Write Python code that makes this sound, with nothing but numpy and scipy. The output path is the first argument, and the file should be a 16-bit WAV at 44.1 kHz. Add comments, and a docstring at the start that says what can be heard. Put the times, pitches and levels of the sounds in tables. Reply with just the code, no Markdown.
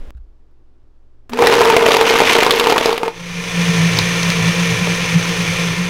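"""Blender crushing ice, from beside the jar and from above the spout

A relay clicks and the motor starts. Blades strike ice as damped sines and bursts of noise; coloured grains
give chips and tumbling lumps, and a shaft harmonic drives the jar's howl. Then, from above the open spout,
filtered noise gives rushing motor air, with gear whine and the throbbing hum of blades in thick slush.
A quiet kitchen lies beneath, with an opening hiss, thumps, taps and clicks."""
import sys
import numpy as np
from scipy import signal
from scipy.fft import rfft, irfft
from scipy.io import wavfile
from scipy.ndimage import uniform_filter1d

SR = 44100
rng = np.random.default_rng(int(sys.argv[2]) if len(sys.argv) > 2 else 0)


def bounce(signal):
    """Save signal as a 16-bit WAV file at the path given by the first command-line argument."""
    frames = np.transpose(np.atleast_2d(signal))
    limited = np.clip(frames, -1, 1)
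    pcm = np.round(limited * 32767).astype(np.int16)
    wavfile.write(sys.argv[1], SR, pcm)


N = 259749
T = np.arange(N) / SR  # time in seconds

# Hardest blows of a blade on ice. Each row: start in seconds, relative thud level in dB,
# thud pitch in Hz, relative crack level in dB.
STRIKES = [(1.3339, -26.5, 925, -26), (1.3899, -17.5, 1000, -23), (1.423, -7, 800, -27),
           (1.4707, -8, 850, -1.5), (1.5386, -17, 930, -13.5), (1.6077, -8, 710, -19),
           (1.6154, -7.5, 1010, -11), (1.7003, -8, 926, -8), (1.7657, -3, 683, -2.5),
           (1.8643, -11, 655, -9), (1.886, -7.5, 600, -8), (1.9192, -16, 864, -13),
           (1.9415, -19, 612, -11.5), (1.9675, -13, 930, -9), (2.0114, -7, 860, -7.5),
           (2.1077, -13.5, 860, -16), (2.2031, -4, 846, -14), (2.2187, -8, 610, -20),
           (2.3532, -14, 620.4, -21), (2.3864, -11.5, 615, -10.5), (2.4317, -32, 890, -8),
           (2.4648, -12, 1035, -13), (2.5077, -17, 1110, -5), (2.5972, -19.5, 1347, -8),
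           (2.6705, -12, 900, -10.5), (2.6986, -17, 830, -14), (2.7239, -7, 864, -13.5),
           (2.7805, -16.5, 640, -10), (2.858, -13.5, 660, -11.5), (2.893, -19, 824, -26),
           (2.9286, -20, 900, -19), (2.9785, -27, 760, -18), (3.0326, -17.5, 896, -41),
           (3.0804, -20, 913, -41)]
# Last hard bits flung at the wall, heard through the spout. Each row: start in seconds,
# relative thud level in dB, thud pitch in Hz, relative crack level in dB.
WALL_BITS = [(3.971, -33, 696, -27), (3.9883, -25, 1000, -14), (4.23, -44, 1221, -21.5),
             (4.302, -42, 1210, -16.5), (4.873, -24, 613, -30)]
# Spectrum of the thin, bright crack of those bits. Each row: frequency in Hz, level in dB.
BIT_COLOUR = [(500, -16), (2000, -10), (3500, 0.5), (5500, 1), (8000, -12), (11000, -19), (16000, -17)]
# Resonant modes of the jar. Each row: frequency in Hz, width in Hz, relative level in dB.
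JAR_MODES = [(357, 40, -8), (433, 23, -2.5), (460, 70, 6.5), (720, 170, -3.5), (900, 55, 1), (1170, 70, -4),
             (1230, 74, -24), (1820, 150, -13), (2154, 110, -2), (2390, 67, -5)]
# Spectra of cracking ice, sprayed chips, sharp snaps and tumbling lumps.
# Each row: frequency in Hz, level in dB.
CRACK_COLOUR = [(200, -65), (700, 2.5), (1500, 1), (2500, -2), (3600, -5), (5000, -7.5), (6300, -13),
                (7500, -14.5), (12000, -14), (16000, -22)]
CHIP_COLOUR = [(300, -12.5), (1000, -8), (1700, -1.5), (2400, 2), (3500, -2.5), (4700, -11.5),
               (6200, -10.5), (7500, -20), (11000, -26.5), (16000, -35)]
SNAP_COLOUR = [(500, -15), (2500, 3.5), (5000, 7), (8000, -3), (13000, -1), (16000, -29)]
LUMP_COLOUR = [(25, -35), (90, -7), (180, -3), (260, -0.5), (380, 4.5), (560, 3.5), (720, -1), (900, 10.5),
               (1100, 6.5), (1350, 3.5), (1800, 0), (4000, -32)]
# Ice on the blades; coarse ice makes the jar howl, fine ice sprays chips.
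# Each row: time in seconds, load in dB, coarseness in dB.
ICE = [(1.32, -18.5, 3), (1.37, -12, 5.5), (1.41, 2, 4), (1.53, 4, 3.5), (1.8, -0.5, 2.5), (2.28, -1, -5),
       (2.55, -1.5, 1.5), (2.9, -4, -0.5), (2.98, -14.5, 3), (3.07, -10, 7), (3.12, -24.5, 4)]
# Spectrum of the motor air. Each row: frequency in Hz, level in dB.
AIR_COLOUR = [(130, -63), (220, -11), (369, -11), (456, -5), (596, -13), (867, -13), (982, -9),
              (1530, -11.5), (1800, -8), (2390, -5), (4790, -15.5), (6140, -13.5), (7470, -25),
              (9580, -25.5), (15500, -37.5)]
# Housing resonances rung by the air. Each row: frequency in Hz, width in Hz, relative level in dB.
HOUSING_MODES = [(527, 120, -5), (1017, 120, -6), (1380, 28, 1), (1803, 50, 2.5), (2110, 21, -10),
                 (2410, 41, 0), (3300, 13, -15), (3480, 24, 4), (5040, 47, -20), (6200, 270, -4),
                 (8400, 270, -12), (9450, 140, 1.5)]
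# Gear and shaft tones. Each row: multiple of the shaft rate, relative level in dB.
GEARS = [(1, -18.5), (2, -25), (4, -35), (6, -19), (7, -26.5), (8, -9.5), (9, -15.5), (18, -20),
         (32, -20.5), (38, -14.5), (41, -9.5), (42, -14)]
# Gain of the running motor as heard above the spout. Each row: time in seconds, gain in dB.
SPOUT = [(2.95, -59), (3.17, -35.5), (3.64, -21), (4.1, -20.5), (5.65, -22), (5.89, -25)]
# Slush slumps onto the blades, sloshes and slows the shaft. Each row: centre in seconds, weight 0 to 1.
SLUMPS = [(3.809, 0.58), (3.98, 0.99), (4.449, 0.63), (4.741, 0.73), (5.16, .35), (5.492, 0.75),
          (5.701, 0.36)]
# Blades bite into slush (the hum swells) or spin in an air pocket (it drops).
# Each row: centre in seconds, half length in seconds, change of hum in dB.
BITES = [(3.133, 0.057, -13), (3.23, 0.035, 4.5), (3.51, 0.023, -13), (3.76, 0.14, 4.5), (4.185, .04, -6.5),
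         (4.762, .014, -22), (4.824, 0.0079, 7.5), (5.169, .028, 10), (5.365, 0.029, -11.5),
         (5.757, 0.016, -12)]
# Spectra of the kitchen at rest and of the opening hiss. Each row: frequency in Hz, level in dB.
KITCHEN_COLOUR = [(25, -9.5), (45, -19), (75, -37), (110, -14.5), (140, -43), (210, -32), (350, -28.5),
                  (480, -37), (700, -41.5), (1100, -44), (2000, -53), (5000, -59.5), (15000, -78)]
HISS_COLOUR = [(88, -46), (150, -5), (337, -4), (401, -8), (556, -4), (674, -13.5), (3750, -26.5),
               (4210, -30), (15000, -45)]
# Low thumps. Each row: start in seconds, pitch in Hz, level in dB, decay in seconds.
THUMPS = [(.002, 18.4, -18, 0.046), (0.077, 55, -25, 0.02), (0.15, 59.3, -26, 0.047),
          (0.192, 31, -28.5, 0.06)]
# Sharp clicks, the last one the motor relay. Each row: start in seconds, relative level in dB,
# decay in seconds.
CLICKS = [(.106, -23.5, 0.00041), (.512, -66, .008), (1.2945, -27, 0.0096)]
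# Spectrum of the clicks. Each row: frequency in Hz, level in dB.
CLICK_COLOUR = [(100, 15), (1400, 4), (2500, -3), (5000, -10), (9000, -13), (16000, -13)]
# Light taps. Each row: start in seconds, relative level in dB.
TAPS = [(.149, -48), (.171, -44), (.178, -47)]
# Brief ringing of the tapped body. Each row: frequency in Hz, width in Hz, relative level in dB.
TAP_MODES = [(950, 400, -4), (1450, 200, 6), (2400, 400, -11), (3600, 500, -17)]

# lesser blows come by chance and follow the load
GLANCES_PER_S, GLANCES_END_S = 24, 2.95
GLANCE_THUD_DB, GLANCE_CRACK_DB, GLANCE_SPREAD_DB = -18, -21.5, 3
GLANCE_HZ, GLANCE_SPREAD_OCTAVES = 870, 0.314
# crushed ice, before the load
HOWL_DB, LUMPS_DB, CHIPS_DB, SNAPS_DB = -17, -19, -18.5, -32
LUMPS_PER_COARSE = 0.22  # dB of tumbling per dB of coarseness
CHURN_DB, CHURN_HZ = 1.5, 27.83  # the ice reaches the blades in uneven heaps
HOWL_WAVER = 0.93  # radians; ice on the blades turns the shaft unevenly
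# the shaft runs up, overshoots until the ice takes hold, then wanders a little
START_S, SPIN_UP_S, SHAFT_HZ, WANDER_HZ = 1.305, 0.018, 57.55, 0.45
OVERSHOOT_HZ, OVERSHOOT_S = 4, 0.13
# blade hum and sloshing, before the spout gain
HUM_DB, THROB_DB, SLOSH_DB = 2, 3, -12.5
SLUMP_S, SLUMP_DB, SAG_HZ = 0.045, -1, 3.5
# the windings hum at four times the mains, loudest while the motor starts
WINDING_DB, INRUSH_DB, INRUSH_S = -32.5, 12, 0.15
KITCHEN_DB, HISS_DB, TAP_S = -51.5, -45.5, 0.0036
TOP_HZ = 15800


def strikes(table, crack_colour, knock_db, knock_s, jar_db, crack_db, crack_s, splinter_s, splinter_db):
    """Impact excitation: a lump thuds at its own pitch, shoves the ringing jar, cracks and splinters."""
    knocks, shoves, cracks = np.zeros(N), np.zeros(N), np.zeros(N)
    t = T[:SR // 10]
    for s, thud_db, hz, snap_db in table:
        grit, scrape = rng.standard_normal((2, len(t)))
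        side = rng.choice([-1, 1])
        thud = (np.sin(2 * np.pi * hz * t) + 0.17 * unit(resonate(scrape, hz, hz))) * np.exp(-t / knock_s)
        add(knocks, s, side * amp(thud_db) * thud)
        shove = np.exp(-t / 0.000083) + 0.052 * scrape * np.exp(-t / 0.0064)
        add(shoves, s, side * amp(thud_db) * shove)
        # the fracture grows for an instant, and a second piece gives way a few milliseconds later
        splinter_hz = 1800 * 3 ** rng.random()
        later_s = rng.uniform(0.002, 0.007)
        grit = unit(grit + 2.7 * resonate(grit, splinter_hz, splinter_hz / 3))
        first = t / crack_s * np.exp(1 - t / crack_s)
        second = 0.5 * np.exp(-np.abs(t - later_s) / crack_s)
        splinters = amp(splinter_db) * np.exp(-t / splinter_s)
        add(cracks, s, amp(snap_db) * grit * (first + second + splinters))
    jar = amp(jar_db) * ring(shoves, JAR_MODES)
    return amp(knock_db) * knocks + jar + amp(crack_db) * colour(cracks, crack_colour)


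def glances():
    """Random excitation: rows of lesser blows, their level following the load of ice on the blades."""
    s, load_db, _ = np.transpose(ICE)
    chance = rng.standard_normal((128, 3))
    times = s[0] + (np.arange(len(chance)) + rng.random(len(chance))) / GLANCES_PER_S
    load = np.interp(times, s, load_db)
    thud_db = load + GLANCE_THUD_DB + GLANCE_SPREAD_DB * chance[:, 0]
    crack_db = load + GLANCE_CRACK_DB + GLANCE_SPREAD_DB * chance[:, 1]
    hz = GLANCE_HZ * 2 ** (GLANCE_SPREAD_OCTAVES * chance[:, 2])
    return np.column_stack([times, thud_db, hz, crack_db])[times < GLANCES_END_S].tolist()


def crushing(turns):
    """Granular noise and resonance: ice tumbles and sprays; the gears meet the jar's main mode and it howls."""
    load, coarse = gains(ICE)
    fine, = gains([(s, -db) for s, _, db in ICE])
    howl_gain = load * coarse * amp(CHURN_DB * walk(CHURN_HZ))
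    lump_gain = load * coarse ** LUMPS_PER_COARSE * amp(CHURN_DB * walk(CHURN_HZ))
    chip_gain = load * fine * amp(CHURN_DB * walk(CHURN_HZ))
    surge = amp(1.2 * walk(110)) * (1 + 0.1 * np.sin(2 * np.pi * turns))
    lumps = unit(surge * colour(grains(500, spread_db=1.5, decay_s=0.0026), LUMP_COLOUR))
    chips = unit(surge * colour(grains(1000, spread_db=3, decay_s=0.0022), CHIP_COLOUR))
    snaps = unit(colour(grains(120, spread_db=2.5, decay_s=0.0006), SNAP_COLOUR))
    # eight times the shaft rate lies on the jar's main mode
    whine = np.sin(2 * np.pi * 8 * turns + HOWL_WAVER * walk(28)) * amp(3 * walk(45))
    rough = unit(resonate(surge * noise(), 450, 80))
    howl = unit(unit(resonate(whine, 461, 60)) + 0.65 * rough)
    jar = amp(HOWL_DB) * howl_gain * howl + amp(LUMPS_DB) * lump_gain * lumps
    return jar + chip_gain * (amp(CHIPS_DB) * chips + amp(SNAPS_DB) * snaps)


def shaft(slump):
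    """Phase as integrated speed: turns made through run-up, overshoot, wander and the sag of each slump."""
    age = np.maximum(T - START_S, 0)
    run_up = 1 - np.exp(-age / SPIN_UP_S)
    overshoot = OVERSHOOT_HZ * np.exp(-age / OVERSHOOT_S)
    speed = run_up * (SHAFT_HZ + overshoot + WANDER_HZ * walk(7) - SAG_HZ * slump)
    return np.cumsum(speed) / SR


def motor(turns):
    """Turbulence and harmonics: air noise rings the housing over wavering multiples of the shaft rate."""
    gusts = noise() * amp(0.69 * walk(150))
    rush = colour(gusts + 0.44 * grains(300, spread_db=0.5, decay_s=0.0015), AIR_COLOUR)
    air = unit(rush + 0.79 * ring(rush, HOUSING_MODES))
    wobble = 0.0086 * walk(16)  # the load twists the shaft by a fraction of a turn
    tones = sum(amp(db + 2.5 * walk(12)) * np.sin(2 * np.pi * k * (turns + wobble)) for k, db in GEARS)
    return amp(0.96) * air + tones


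def slush(turns, slump):
    """Blade-passing tone: three pulses a turn pump the jar's air and throb; slumping slush adds sloshing."""
    hum_gain = amp(HUM_DB + sum(db * bell(s, half_s) for s, half_s, db in BITES))
    slosh_gain = amp(SLOSH_DB) + amp(SLUMP_DB) * slump
    blades = np.sin(2 * np.pi * 3 * turns + 0.3 * walk(14)) * amp(THROB_DB * walk(30))
    cavity = unit(resonate(resonate(noise(), 152, 52), 167, 50))
    hum = unit(unit(blades) + 0.2 * cavity)
    swirl = np.sin(2 * np.pi * 2 * turns + 1.1 * walk(25))
    wash = unit(resonate(resonate(noise(), 106, 61), 128, 72))
    return hum_gain * hum + slosh_gain * unit(swirl + 0.5 * wash)


def windings():
    """Magnetic hum: strong with the starting current, gone once the listener is above the spout."""
    inrush = amp(INRUSH_DB * np.exp(-np.maximum(T - START_S, 0) / INRUSH_S))
    near = np.interp(T, [START_S, START_S + 0.025, 2.8, 3.12], [0, 1, 1, 0])
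    return amp(WINDING_DB) * inrush * near * np.sin(2 * np.pi * 240 * T + 0.77 * walk(24))


def walls(x, decay_s, db):
    """Reverberation: dense reflections of the kitchen as decaying noise, a few milliseconds late."""
    t = T[:SR // 3]
    response = rng.standard_normal(len(t)) * np.exp(-t / decay_s) * (t > 0.004)
    return amp(db) * signal.fftconvolve(x, response / np.linalg.norm(response))[:N]


def kitchen():
    """Background noise and transients: room tone, rumble, opening hiss, thumps, clicks and light taps."""
    room = amp(KITCHEN_DB) * unit(colour(noise(), KITCHEN_COLOUR))
    rumble = amp(-40.5) * np.sin(2 * np.pi * 14 * T + 1.0 * walk(3.71))
    hum = amp(-53.0) * np.sin(2 * np.pi * 59 * T)
    hiss = amp(HISS_DB) * unit(colour(noise(), HISS_COLOUR)) * (T < 0.107)
    thumps, clicks, taps = np.zeros(N), np.zeros(N), np.zeros(N)
    t = T[:SR // 2]
    for s, hz, db, decay_s in THUMPS:
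        add(thumps, s, amp(db) * np.sin(2 * np.pi * hz * t) * np.exp(-t / decay_s))
    for s, db, decay_s in CLICKS:
        add(clicks, s, amp(db) * rng.standard_normal(len(t)) * np.exp(-t / decay_s))
    for s, db in TAPS:
        add(taps, s, amp(db) * rng.standard_normal(len(t)) * np.exp(-t / TAP_S))
    return room + rumble + hum + hiss + thumps + colour(clicks, CLICK_COLOUR) + ring(taps, TAP_MODES)


def amp(db):
    """Logarithmic level: decibels to gain."""
    return 10 ** (np.asarray(db) / 20)


def unit(x):
    """Normalisation: scale to rms 1."""
    return x / np.sqrt(np.mean(x ** 2) + 1e-20)


def noise():
    """White noise: independent Gaussian samples of rms about 1."""
    return rng.standard_normal(N)


def gains(table):
    """Envelopes: the dB columns of a curve as gains, fading quickly outside its span."""
    s, *columns = np.transpose(table)
    outside_s = np.maximum(s[0] - T, 0) + np.maximum(T - s[-1], 0)
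    inside = np.exp(-outside_s / 0.0043)
    return [inside * amp(np.interp(T, s, column)) for column in columns]


def bell(s, half_s):
    """Gaussian envelope: a smooth rise and fall around time s, peak 1."""
    return np.exp(-((T - s) / half_s) ** 2)


def walk(rate):
    """Random modulation: smooth chance with about `rate` new values a second, rms 1."""
    points = rng.standard_normal(4096)
    return unit(uniform_filter1d(np.interp(T * rate, np.arange(len(points)), points), size=64))


def colour(x, points):
    """Minimum-phase filtering: a causal filter with the given (Hz, dB) spectrum."""
    hz, db = np.transpose(points)
    size = 8192
    f = np.maximum(np.arange(size // 2 + 1) * SR / size, 1)
    cepstrum = irfft(np.log(amp(np.interp(np.log(f), np.log(hz), db))))
    # folding the cepstrum forward in time makes the filter causal
    cepstrum[1:size // 2] *= 2
    cepstrum[size // 2 + 1:] = 0
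    return signal.fftconvolve(x, irfft(np.exp(rfft(cepstrum))))[:N]


def resonate(x, hz, width):
    """Simple resonance: a second-order peak with gain 1 at its centre."""
    return signal.lfilter(*signal.iirpeak(hz, hz / width, fs=SR), x)


def ring(x, modes):
    """Modal superposition: a body as the sum of several resonances."""
    return sum(amp(db) * resonate(x, hz, width) for hz, width, db in modes)


def grains(rate, spread_db, decay_s):
    """Shot noise: random impacts, mostly small, a few large, each a short decaying burst."""
    size = amp(spread_db * np.minimum(rng.exponential(size=N), 4))
    hits = (rng.random(N) < rate / SR) * size ** 2
    power = signal.lfilter([1], [1, -np.exp(-2 / (decay_s * SR))], hits)
    return unit(np.sqrt(power) * noise())


def add(track, s, sound):
    """Superposition: mix a sound in at time s."""
    i = max(int(s * SR), 0)
    track[i:i + len(sound)] += sound[:N - i]


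def scene():
    """Common drive and superposition: one shaft drives everything; the kitchen walls answer the blows."""
    slump = sum(weight * bell(s, SLUMP_S) for s, weight in SLUMPS)
    turns = shaft(slump)
    ice = strikes(STRIKES + glances(), CRACK_COLOUR, knock_db=6.0, knock_s=0.0062, jar_db=30.5,
                  crack_db=10.0, crack_s=0.00065, splinter_s=0.0045, splinter_db=-12.5)
    bits = strikes(WALL_BITS, BIT_COLOUR, knock_db=8, knock_s=0.0045, jar_db=31,
                   crack_db=10.5, crack_s=0.00063, splinter_s=0.0042, splinter_db=-15.5)
    blows = ice + bits
    echoes = walls(blows, decay_s=0.047, db=-12)
    spout, = gains(SPOUT)
    running = spout * (motor(turns) + slush(turns, slump))
    return (crushing(turns) + windings() + blows + echoes + running + kitchen())[None]


def record(dry):
    """Saturation and compression: peaks overload, loud stretches are pulled down fast, the top is cut."""
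    clipped = dry / (1 + dry ** 6) ** (1 / 6)
    pole = np.exp(-1 / (0.0084 * SR))
    loudness = np.sqrt(signal.lfilter([1 - pole], [1, -pole], clipped ** 2))
    gain = np.maximum(loudness / 0.3, 1) ** -0.6
    top_cut = signal.ellip(12, 0.1, 80, TOP_HZ, fs=SR, output="sos")
    return signal.sosfilt(top_cut, clipped * gain)


dry = scene()
out = record(dry)
bounce(out)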